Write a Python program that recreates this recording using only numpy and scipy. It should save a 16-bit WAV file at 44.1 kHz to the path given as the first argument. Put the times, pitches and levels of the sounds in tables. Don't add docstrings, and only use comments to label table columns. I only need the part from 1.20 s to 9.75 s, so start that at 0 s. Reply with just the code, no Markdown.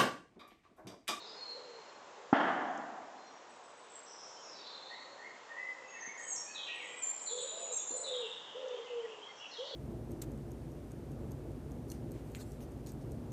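import sys
import numpy as np
from scipy import signal
from scipy.fft import rfft, irfft, next_fast_len
from scipy.io import wavfile
from scipy.ndimage import uniform_filter1d, map_coordinates

SR = 44100
rng = np.random.default_rng(int(sys.argv[2]) if len(sys.argv) > 2 else 0)


def bounce(signal):
    frames = np.transpose(np.atleast_2d(signal))
    limited = np.clip(frames, -1, 1)
    pcm = np.round(limited * 32767).astype(np.int16)
    wavfile.write(sys.argv[1], SR, pcm)


def undo_db(level):
    steps = np.asarray(level, float) / 20
    return 10 ** steps


N = 377055

# (time [s], level [dB])
AIR_LEVEL = [(0, -58), (1.3, -58), (1.83, -60), (3.62, -58), (6.119, -58.5), (7.241, -58), (8.55, -58.5)]
# (frequency [Hz], level [dB])
AIR_COLOUR = [(25, -43), (64, -16), (95, -21), (190, -16), (300, -10.5), (508, -4), (664, -5.5),
              (956, -2.5), (1380, -9.5), (2290, -15.5), (3200, -17), (4500, -21.5), (7300, -21.5),
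              (8000, -25.5)]
# (frequency [Hz], level at the start [dB], growth [dB/s])
ENGINE_ORDERS = [
    (66, -80, 0.1),
    (132, -86, .9),
    (590, -69, -.9),
]
# (time [s], peak level [dB], centre frequency [Hz], T60 [s])
TWIGS = [
    (.698, -57, 4300, 0.019),
    (1.576, -53, 6700, 0.02),
    (1.617, -54, 4380, 0.0072),
    (4.292, -56, 3300, 0.024),
    (4.875, -55, 215, 0.075),
    (5.998, -52, 4380, 0.018),
    (5.972, -55, 6050, 0.019),
    (6.702, -52, 260, 0.14),
    (7.484, -55.5, 5730, 0.028),
    (8.06, -58, 4300, 0.022),
]
# (time [s], peak level [dB])
BLOW = (1.1272, -3.5)
# (frequency [Hz], level [dB], T60 [s])
TIMBER_MODES = [(155, -13.5, 0.029), (260, 1.5, 0.022), (800, -2.5, 0.021), (1060, -9, .018),
                (1380, -7.5, 0.016), (1900, -29, .03)]
# (frequency [Hz], level [dB])
ANSWER_COLOUR = [(35, -85), (60, -49), (156, -19), (290, -4.5), (400, -14), (526, -13.5), (660, -5.5),
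                 (750, -1.5), (831, -5), (956, -9), (1770, -9.5), (2440, -25.5), (3160, -20.5),
                 (3930, -35.5), (5000, -38), (7000, -51), (9100, -86), (15400, -120)]
# (frequency [Hz], T60 [s])
ANSWER_DECAY = [(100, 1.75), (300, 1.6), (500, 1.7), (780, 1.9), (1100, 1.55), (2000, 1.31), (5000, 0.64)]
# (delay [s], level [dB])
TRUNK_ECHOES = [(0.036, 2.5), (0.082, 2.4), (0.142, 0.6), (.155, 4), (.29, 1.8)]
# (time [s], pitch [Hz], level [dB], hoarseness [0-1])
DISTANT_COOS = [
    [(0, 379.5, -62, .3), (.08, 430, -62, .5), (.17, 460, -63, .4)],
    [(3.84, 540, -64, .4), (3.9, 566, -63, .4), (3.97, 550, -66, .3)],
    [(4.3, 575, -64, .3), (4.45, 545, -65, .2), (4.62, 531, -63.5, .2), (4.7, 504, -62, .2)],
    [(4.9, 500, -65, .2), (5.01, 485, -63, .2)],
    [(5.58, 496, -66, .3), (5.7, 491, -61.5, .1), (5.76, 485, -66, .2)],
]
# (time [s], length [s], top pitch [Hz], level [dB])
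ARCHED_COOS = [
    (6.312, 0.213, 692, -56.5),
    (6.734, 0.11, 722, -59.5),
]
# (time [s], pitch [Hz], level [dB], hoarseness [0-1])
COOS = [
    [(.315, 455, -61.5, 0.58), (.37, 521.7, -64.5, 1), (.44, 500, -61.5, 0.42), (.57, 457, -59.5, 0.4),
     (.62, 428, -68, 0.4)],
    [(.96, 419, -61, 0.74), (1, 470, -63, 0.95), (1.14, 512, -66, 0.6)],
    [(6.1, 430, -57, .1), (6.135, 491, -50.5, 0.35), (6.23, 501, -51.5, 0.56), (6.28, 520, -61, 1.09),
     (6.48, 513, -60, 0.74), (6.52, 506, -48.5, 0.2), (6.545, 439.5, -50.5, 0.27)],
    [(6.705, 440, -54.5, 0.4), (6.74, 506, -50.5, 0.55), (6.87, 533, -58, .8), (6.915, 512, -46.5, 0.3),
     (7.01, 485, -46.5, 0.13), (7.06, 431.5, -51, 0), (7.09, 413, -65, 0.1)],
    [(7.343, 434, -47.5, 0.14), (7.36, 495, -49.5, 0.25), (7.39, 528.5, -53, 0.6), (7.44, 522, -51, 0.63),
     (7.47, 507.7, -47, 0.4), (7.59, 475, -49, .55), (7.63, 455, -60.5, .7), (7.69, 537, -62.5, 0.34)],
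    [(7.698, 507, -48, 0), (7.72, 487, -45, 0.18), (7.85, 451, -48.5, 0), (7.88, 440, -54.5, 0.17),
     (7.92, 435, -57, 0.4), (7.99, 415.5, -64, 0.24), (8.06, 414, -65, .3)],
    [(8.378, 420, -56, .05), (8.4, 488, -45.5, 0.07), (8.43, 541, -48.5, 0), (8.46, 574, -58, 0.46),
     (8.505, 538, -61, 0.78), (8.55, 500, -51, 1.16)],
]
# (time [s], length [s], start pitch [Hz], end pitch [Hz], level [dB])
TWITTERS = [(2.866, .2, 6050, 5150, -52), (3.074, .21, 5890, 5050, -53), (5.471, 0.13, 3310, 2045, -50),
            (5.859, 0.35, 8060, 6800, -52), (5.986, 0.21, 7940, 6780, -46), (6.061, 0.38, 4470, 2800, -58),
            (6.202, 0.4, 3044, 2296, -57), (6.546, 0.3, 7900, 5910, -63), (7.034, 0.11, 3890, 2724, -57.5),
            (7.511, 0.2, 4520, 3070, -69), (2.994, 0.14, 8750, 5940, -62.5), (3.166, .1, 6830, 5580, -61),
            (3.431, 0.27, 4315, 3416, -49.5), (8.28, .15, 6300, 5270, -65.5),
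            (8.423, .13, 4680, 3360, -47.5), (7.301, 0.27, 3755, 2512, -52)]
# (time [s], length [s], pitch [Hz], level [dB])
FINCH_HELD = [(0, 0.016, 3786, -57), (.03, .02, 3470, -63.5), (.035, 0.012, 3780, -61),
              (.165, 0.052, 4296, -47), (.25, 0.047, 4290, -53.5), (.33, 0.1, 4260, -57),
              (.48, 0.072, 4260, -62), (.2, 0.14, 7270, -82), (.4, 0.21, 7400, -79.5),
              (.53, .06, 4200, -63.5), (1.96, 0.17, 4190, -69), (2.06, 0.046, 5660, -65),
              (3.33, 0.13, 4570, -54), (3.33, 0.035, 4010, -62), (3.45, .03, 4100, -57.5),
              (3.5, 0.043, 4145, -54.5), (3.66, 0.071, 4350, -56.5), (3.76, .1, 4340, -59),
              (3.88, 0.14, 4320, -66)]
# (time [s], start pitch [Hz], end pitch [Hz], level [dB])
FINCH_CHIRPS = [(0, 4510, 3480, -53.5), (.01, 6600, 5740, -71), (.02, 5460, 5000, -63),
                (.058, 5040, 4590, -56.5), (.09, 5170, 4700, -58), (.26, 4210, 4040, -52),
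                (2.862, 6170, 5070, -59), (2.98, 5450, 4960, -57), (3.25, 5580, 5000, -59),
                (3.29, 5410, 4930, -56.5), (3.385, 4150, 3570, -56.5), (3.44, 4140, 3330, -56.5),
                (3.74, 4040, 3830, -58.5)]
# (time [s], length [s], pitch [Hz], level [dB])
THRUSH_HELD = [(3.7, .03, 1870, -60), (3.985, .03, 1830, -62), (4.35, .1, 2630, -68),
               (4.88, 0.046, 2230, -56.5), (4.485, .02, 2020, -56), (4.39, 0.12, 2020, -44.5),
               (4.64, 0.15, 2643, -58), (5.29, 0.1, 2560, -52.5), (5.48, 0.14, 1900, -49)]
# (time [s], start pitch [Hz], end pitch [Hz], level [dB])
THRUSH_RISES = [(3.695, 1830, 1900, -58), (3.715, 1900, 2180, -55.5), (3.975, 1790, 1870, -58),
                (4.015, 1873, 2190, -52.5), (4.29, 1827, 1860, -50), (4.36, 1904, 2040, -48.5),
                (4.82, 1802, 2080, -48), (4.86, 2140, 2250, -51), (5.25, 2380, 2556, -59.5),
                (5.64, 1950, 2010, -55.5)]
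# (time [s], start pitch [Hz], end pitch [Hz], level [dB])
THRUSH_FALLS = [(4.72, 2005, 1700, -54), (4.755, 2300, 1750, -56), (4.96, 1950, 1790, -51.5),
                (5.01, 3150, 3050, -63.5), (5.18, 1840, 1780, -62), (5.26, 1735, 1700, -60),
                (5.58, 2500, 1910, -49.5)]
# (time [s], length [s], pitch [Hz], level [dB])
WARBLER_HELD = [(5.28, 0.074, 4450, -63.5), (5.82, .08, 4300, -67), (6.49, 0.029, 3880, -57),
                (6.69, 0.08, 4180, -60), (6.9, 0.027, 3810, -47.5), (6.96, .035, 3630, -46.5),
                (7.63, 0.026, 2084, -64), (8.028, 0.02, 3273, -54.5), (8.03, 0.061, 5580, -72),
                (8.07, .04, 4490, -74), (8.165, 0.027, 5450, -69), (8.18, 0.013, 2790, -59.5),
                (8.2, 0.015, 3320, -61), (8.23, 0.018, 2995, -56), (8.247, .012, 2860, -61),
                (8.515, 0.027, 3380, -50.5), (8.313, 0.0084, 4300, -55.5), (8.37, 0.017, 3360, -52)]
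# (time [s], start pitch [Hz], end pitch [Hz], level [dB])
WARBLER_CHIRPS = [(5.348, 4075, 3540, -47.5), (5.375, 3534, 3020, -50.5), (5.41, 4100, 3036, -49),
                  (5.45, 3966, 3020, -55), (5.51, 2740, 2580, -52.5), (5.465, 3195, 2394, -46),
                  (6.062, 4500, 3800, -51), (6.088, 4010, 3320, -49.5), (6.17, 4400, 3020, -47.5),
                  (6.58, 3680, 3390, -57.5), (6.835, 4204, 3700, -49), (6.865, 3200, 2550, -59.5),
                  (6.93, 3810, 3016, -44.5), (7.01, 3665, 2630, -48), (7.105, 3900, 3530, -54.5),
                  (7.88, 2840, 2530, -61)]
# (time [s], start pitch [Hz], end pitch [Hz], level [dB])
WARBLER_FLICKS = [(8.015, 3050, 3270, -58.5), (8.195, 2750, 3050, -57), (5.9, 1800, 2300, -64)]
# (time [s], start pitch [Hz], end pitch [Hz], level [dB])
DEEP_CHIRPS = [(5.63, 3356, 2850, -52), (5.68, 2560, 2234, -52), (6.27, 4300, 3205, -48.5),
               (6.85, 3886, 3440, -46.5), (7.12, 3700, 2700, -51.5), (7.26, 3500, 2810, -53),
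               (7.54, 3600, 3010, -61), (7.66, 3130, 2437, -55), (7.77, 3320, 3000, -55.5),
               (8.155, 6400, 5400, -62), (8.28, 6470, 5420, -62.5), (8.305, 5350, 4900, -60),
               (8.328, 4230, 3490, -51), (8.39, 3300, 2775, -52.5)]
# (time [s], pitch [Hz], level [dB])
PIPS = [(3.165, 3134, -66), (3.24, 2604, -67), (7.835, 1945, -62), (8.07, 2090, -60.5), (8.305, 1960, -64),
        (8.47, 1975, -72)]
# (time [s], length [s], pitch [Hz], level [dB])
ACCENTS = [(5.475, 0.039, 2560, -50.5), (5.35, .03, 1900, -64), (6.84, .03, 3900, -49),
           (6.875, 0.029, 3560, -51.5), (7.105, .025, 3600, -53.5), (7.5, 0.037, 3570, -60),
           (7.555, .025, 3220, -58), (.1, .03, 5020, -60.5), (8.2, .05, 3350, -62), (2.42, .12, 7900, -66),
           (2.56, .1, 7850, -66), (5.836, .012, 7250, -43), (4.368, .015, 1960, -55),
           (4.487, .015, 2020, -54), (5.355, .015, 3750, -54), (5.385, .015, 3800, -55),
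           (5.47, .015, 3900, -56), (6.935, .02, 3250, -54), (7.03, .05, 2750, -57), (5.6, .05, 6800, -68)]
# (time [s], start pitch [Hz], end pitch [Hz], level [dB])
UPFLICKS = [(7.685, 2680, 3000, -59.5), (7.91, 2680, 2950, -59), (8.243, 2650, 3020, -55),
            (5.425, 3100, 3600, -55), (8.37, 3250, 3450, -55.5)]
# (time [s], length [s], pitch [Hz], level [dB])
ROBIN_HELD = [(2.29, .1, 7880, -64.5), (2.695, 0.032, 7720, -63.5), (4.7, 0.08, 6610, -55),
              (4.805, 0.024, 6320, -48.5), (5.09, 0.066, 7620, -45), (5.162, .02, 5580, -49.5),
              (5.822, .035, 7287, -38), (5.855, 0.011, 6430, -67.5), (5.888, .012, 7340, -43.5),
              (5.91, .08, 5220, -70.5), (6.05, .092, 7156, -41), (6.2, 0.1, 7050, -43.5),
              (6.205, 0.018, 8024, -42.5), (6.33, .1, 7130, -45.5), (6.4, 0.036, 8047, -41),
              (6.41, 0.058, 6980, -45), (6.52, .073, 7490, -39), (6.53, 0.028, 6370, -52.5),
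              (6.575, 0.017, 6780, -42.5), (6.655, 0.1223, 7140, -38.5), (6.762, 0.024, 7970, -43)]
# (time [s], start pitch [Hz], end pitch [Hz], level [dB])
ROBIN_CHIRPS = [(2.75, 7830, 7440, -54.5), (4.678, 6530, 6720, -64), (4.99, 7850, 7420, -62),
                (5.128, 6450, 5940, -54.5), (5.135, 7450, 6570, -47), (5.153, 6890, 5590, -49),
                (6.015, 7980, 6800, -49), (6.16, 7820, 6230, -59), (6.37, 5500, 4650, -71),
                (6.517, 7630, 6300, -52.5), (6.567, 6980, 5650, -57)]
# (time [s], start pitch [Hz], end pitch [Hz], level [dB])
ROBIN_SLURS = [(4.975, 6860, 6340, -52.5), (5.02, 8000, 7550, -49), (5.07, 6860, 6370, -43.5),
               (5.535, 7980, 7750, -58), (5.6, 7040, 6600, -67), (5.61, 8050, 7600, -58.5),
               (5.68, 7280, 7800, -58), (5.76, 7680, 8060, -49.5)]
# (frequency [Hz], level [dB])
CONVERTER = [(7000, -1), (7700, -3), (8000, -11.5), (8400, -13.5), (8800, -29), (9100, -35)]


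def unit(x):
    return x / np.sqrt(np.mean(x ** 2) + 1e-20)


def along(points, hz):
    f, v = np.transpose(points)
    return np.interp(np.log(hz + 1), np.log(f + 1), v)


def wobble(count, rate):
    knots = rng.standard_normal(int(count * rate / SR) + 4)
    return map_coordinates(knots, [np.arange(count) * rate / SR])


def smooth(knots, place):
    curve = map_coordinates(knots, [place])
    return curve - curve.mean()


def filtered(x, response):
    m = next_fast_len(len(x) + 8192)
    return irfft(rfft(x, m) * response(np.fft.rfftfreq(m, 1 / SR)), m)[:len(x)]


def add(track, s, sound):
    part = track[round(s * SR):][:len(sound)]
    part += sound[:len(part)]


def air():
    z = signal.stft(rng.standard_normal(N + 512), nperseg=512)[2]
    patches = uniform_filter1d(rng.standard_normal(z.shape), 8, 0)
    patches = uniform_filter1d(patches, 30, 1)
    noise = signal.istft(z * undo_db(0.87 * unit(patches)), nperseg=512)[1][:N]
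    level_db = np.interp(np.arange(N) / SR, *np.transpose(AIR_LEVEL))
    return undo_db(level_db + 5.0) * unit(filtered(noise, lambda hz: undo_db(along(AIR_COLOUR, hz))))


def engine():
    swell_db, speed_wander = 2, 0.004
    turns = np.cumsum(1 + speed_wander * wobble(N, 2.7)) / SR
    t, out = np.arange(N) / SR, np.zeros(N)
    for hz, db, growth in ENGINE_ORDERS:
        level_db = db + growth * t + swell_db * wobble(N, 2.51)
        out += undo_db(level_db) * np.sin(2 * np.pi * hz * turns)
    return out


def twigs():
    out, t = np.zeros(N), np.arange(SR // 5) / SR
    for s, db, hz, t60 in TWIGS:
        width = 0.25 if hz > 1000 else 0.5
        noise = rng.standard_normal(len(t))
        puff = filtered(noise, lambda f: 1 / (1 + (np.log(f / hz + 1e-6) / width) ** 4))
        add(out, s, undo_db(db + 1.5 - 60 * t / t60) * unit(puff))
    return out


def timber_ring():
    t = np.arange(SR // 5) / SR
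    ring = sum(undo_db(level - 60 * t / t60) * -np.sin(2 * np.pi * hz * t) for hz, level, t60 in TIMBER_MODES)
    return ring * (1 - np.exp(-(t / 0.0022) ** 2))


def wood_answer():
    hz, t, z = signal.stft(rng.standard_normal(2 * SR), SR, nperseg=256)
    lumps_db = sum(level * np.exp(-((t - delay) / 0.008) ** 2) for delay, level in TRUNK_ECHOES)
    age = np.sqrt(t ** 2 + 0.16 ** 2) - 0.12
    fade_db = lumps_db - 60 * age / along(ANSWER_DECAY, hz)[:, None]
    tail = signal.istft(z * undo_db(fade_db), SR, nperseg=256)[1]
    tail = unit(filtered(tail, lambda hz: undo_db(along(ANSWER_COLOUR, hz))))
    return tail * (1 - np.exp(-np.arange(len(tail)) / SR / 0.0013))


def blow():
    out = np.zeros(N)
    s, db = BLOW
    add(out, s, undo_db(db) * timber_ring())
    add(out, s + 0.002, undo_db(-38.5) * wood_answer())
    return out


def echoes(x, t60, direct_db, gather, near=0):
    t = np.arange(min(SR, round(0.8 * t60 * SR))) / SR
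    tail = rng.standard_normal(len(t)) * undo_db(-60 * t / t60) * (1 - np.exp(-t / gather))
    tail *= 1 + near * np.exp(-t / 0.025)
    tail /= np.linalg.norm(tail)
    tail[0] = undo_db(direct_db)
    return signal.fftconvolve(x, tail)


def arched_coos():
    arch = [0.9, 0.96, 1, 0.96, 0.9]
    return [[(s + length * k / 4, hz * share, db, 0.06) for k, share in enumerate(arch)]
            for s, length, hz, db in ARCHED_COOS]


def pigeon(coos, t60, direct_db):
    rattle_hz, rattle_depth = 70.7, 1.04
    out, flutter, waver = np.zeros(N), wobble(N, 110), wobble(N, 110)
    rattle_turns = np.cumsum(rattle_hz * (1 + 0.147 * wobble(N, 30))) / SR
    flutter = 0.77 * flutter + rattle_depth * np.cos(2 * np.pi * rattle_turns)
    for rows in coos:
        s, *cols = np.transpose(rows)
        span = slice(round(s[0] * SR), min(round(s[-1] * SR), N))
        t = np.arange(N)[span] / SR
        hz, db, hoarse = [np.interp(t, s, c) for c in cols]
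        tone = np.sin(2 * np.pi * np.cumsum(hz * (1 + 0.05 * hoarse * waver[span])) / SR)
        edges = np.clip(np.minimum(t - s[0], s[-1] - t) / 0.01, 0, 1)
        coo = undo_db(db) * edges * (1 + hoarse * flutter[span]) * tone
        add(out, s[0], echoes(coo, t60, direct_db, gather=0.087))
    return out


def held(rows, t60):
    return [(s, length, hz, hz * (1 - 0.0063), db, t60) for s, length, hz, db in rows]


def glides(rows, length, t60):
    return [(s, length, from_hz, to_hz, db, t60) for s, from_hz, to_hz, db in rows]


def songbird(notes, direct_db, gather, waver, flutter_db, settle, chirp_rate=0, near=0):
    out = np.zeros(N)
    for s, length, from_hz, to_hz, db, t60 in notes:
        pitch_knots, breath_knots, timing_knots = rng.standard_normal((3, 200))
        t = np.arange(round(np.clip(length, 0.006, 0.6) * SR)) / SR
        u = t / t[-1]
        if chirp_rate:
            u = (t * chirp_rate + 0.33 * smooth(timing_knots, 15 * t)) % 1
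        hz = to_hz + (from_hz - to_hz) * (1 - u) ** settle
        hz = hz * (1 + waver * smooth(pitch_knots, 240 * t))
        breath_db = flutter_db * smooth(breath_knots, 150 * t) - 4 * u
        breath = np.abs(np.sin(np.pi * u)) ** 0.25 * undo_db(breath_db)
        whistle = breath * np.sin(2 * np.pi * np.cumsum(hz) / SR)
        gain = undo_db(db) * np.sqrt(SR / 10) / np.linalg.norm(whistle)
        add(out, s, gain * echoes(whistle, t60, direct_db, gather, near))
    return out


def pigeons():
    coos = pigeon(DISTANT_COOS, t60=0.5, direct_db=3)
    coos += pigeon(arched_coos(), t60=0.3, direct_db=5)
    return coos + pigeon(COOS, t60=0.45, direct_db=9)


def songbirds():
    twitter = [row + (0.8,) for row in TWITTERS]
    finch = held(FINCH_HELD, t60=0.99) + glides(FINCH_CHIRPS, length=0.014, t60=0.96)
    thrush = held(THRUSH_HELD, t60=0.87)
    thrush += glides(THRUSH_RISES, length=0.045, t60=1.0) + glides(THRUSH_FALLS, length=0.075, t60=0.94)
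    warbler = held(WARBLER_HELD, t60=0.78) + glides(WARBLER_CHIRPS, length=0.014, t60=0.87)
    warbler += glides(DEEP_CHIRPS, length=0.022, t60=1.63) + glides(WARBLER_FLICKS, length=0.019, t60=0.6)
    warbler += glides([(s, hz, hz, db) for s, hz, db in PIPS], length=0.025, t60=0.2)
    accents = held(ACCENTS, t60=0.7) + glides(UPFLICKS, length=0.018, t60=0.45)
    robin = held(ROBIN_HELD, t60=0.82)
    robin += glides(ROBIN_CHIRPS, length=0.012, t60=0.89) + glides(ROBIN_SLURS, length=0.062, t60=0.88)
    birds = songbird(twitter, direct_db=-12, gather=0.01, waver=0.03, flutter_db=3, settle=1.1, chirp_rate=28)
    birds += songbird(finch, direct_db=-11, gather=0.008, waver=0.006, flutter_db=2, settle=1.3)
    birds += songbird(thrush, direct_db=-7, gather=0.006, waver=0.007, flutter_db=4, settle=1.2, near=0.8)
    birds += songbird(warbler, direct_db=-12, gather=0.007, waver=0.009, flutter_db=3, settle=1.2, near=0.4)
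    birds += songbird(accents, direct_db=-6, gather=0.006, waver=0.012, flutter_db=4, settle=1, near=1)
    birds += songbird(robin, direct_db=-6, gather=0.005, waver=0.008, flutter_db=4, settle=1.3, near=1)
    return birds


def scene():
    return (air() + engine() + twigs() + blow() + pigeons() + songbirds())[None]


def roll_off(x):
    return signal.sosfilt(signal.butter(12, 8990, fs=SR, output="sos"), x)


def record(dry):
    half_rate_hz = 8000
    bass_cut = signal.lfilter(*signal.butter(2, 130, "high", fs=SR), dry[0])
    low = filtered(bass_cut, lambda hz: hz < half_rate_hz)
    mirrored = low * (1 + 2 * np.cos(2 * np.pi * 2 * half_rate_hz * np.arange(N) / SR))
    mix = filtered(mirrored, lambda hz: undo_db(along(CONVERTER, hz)) * np.clip((9030 - hz) / 120, 0, 1))
    return roll_off(mix[None])


dry = scene()
out = record(dry)
bounce(out)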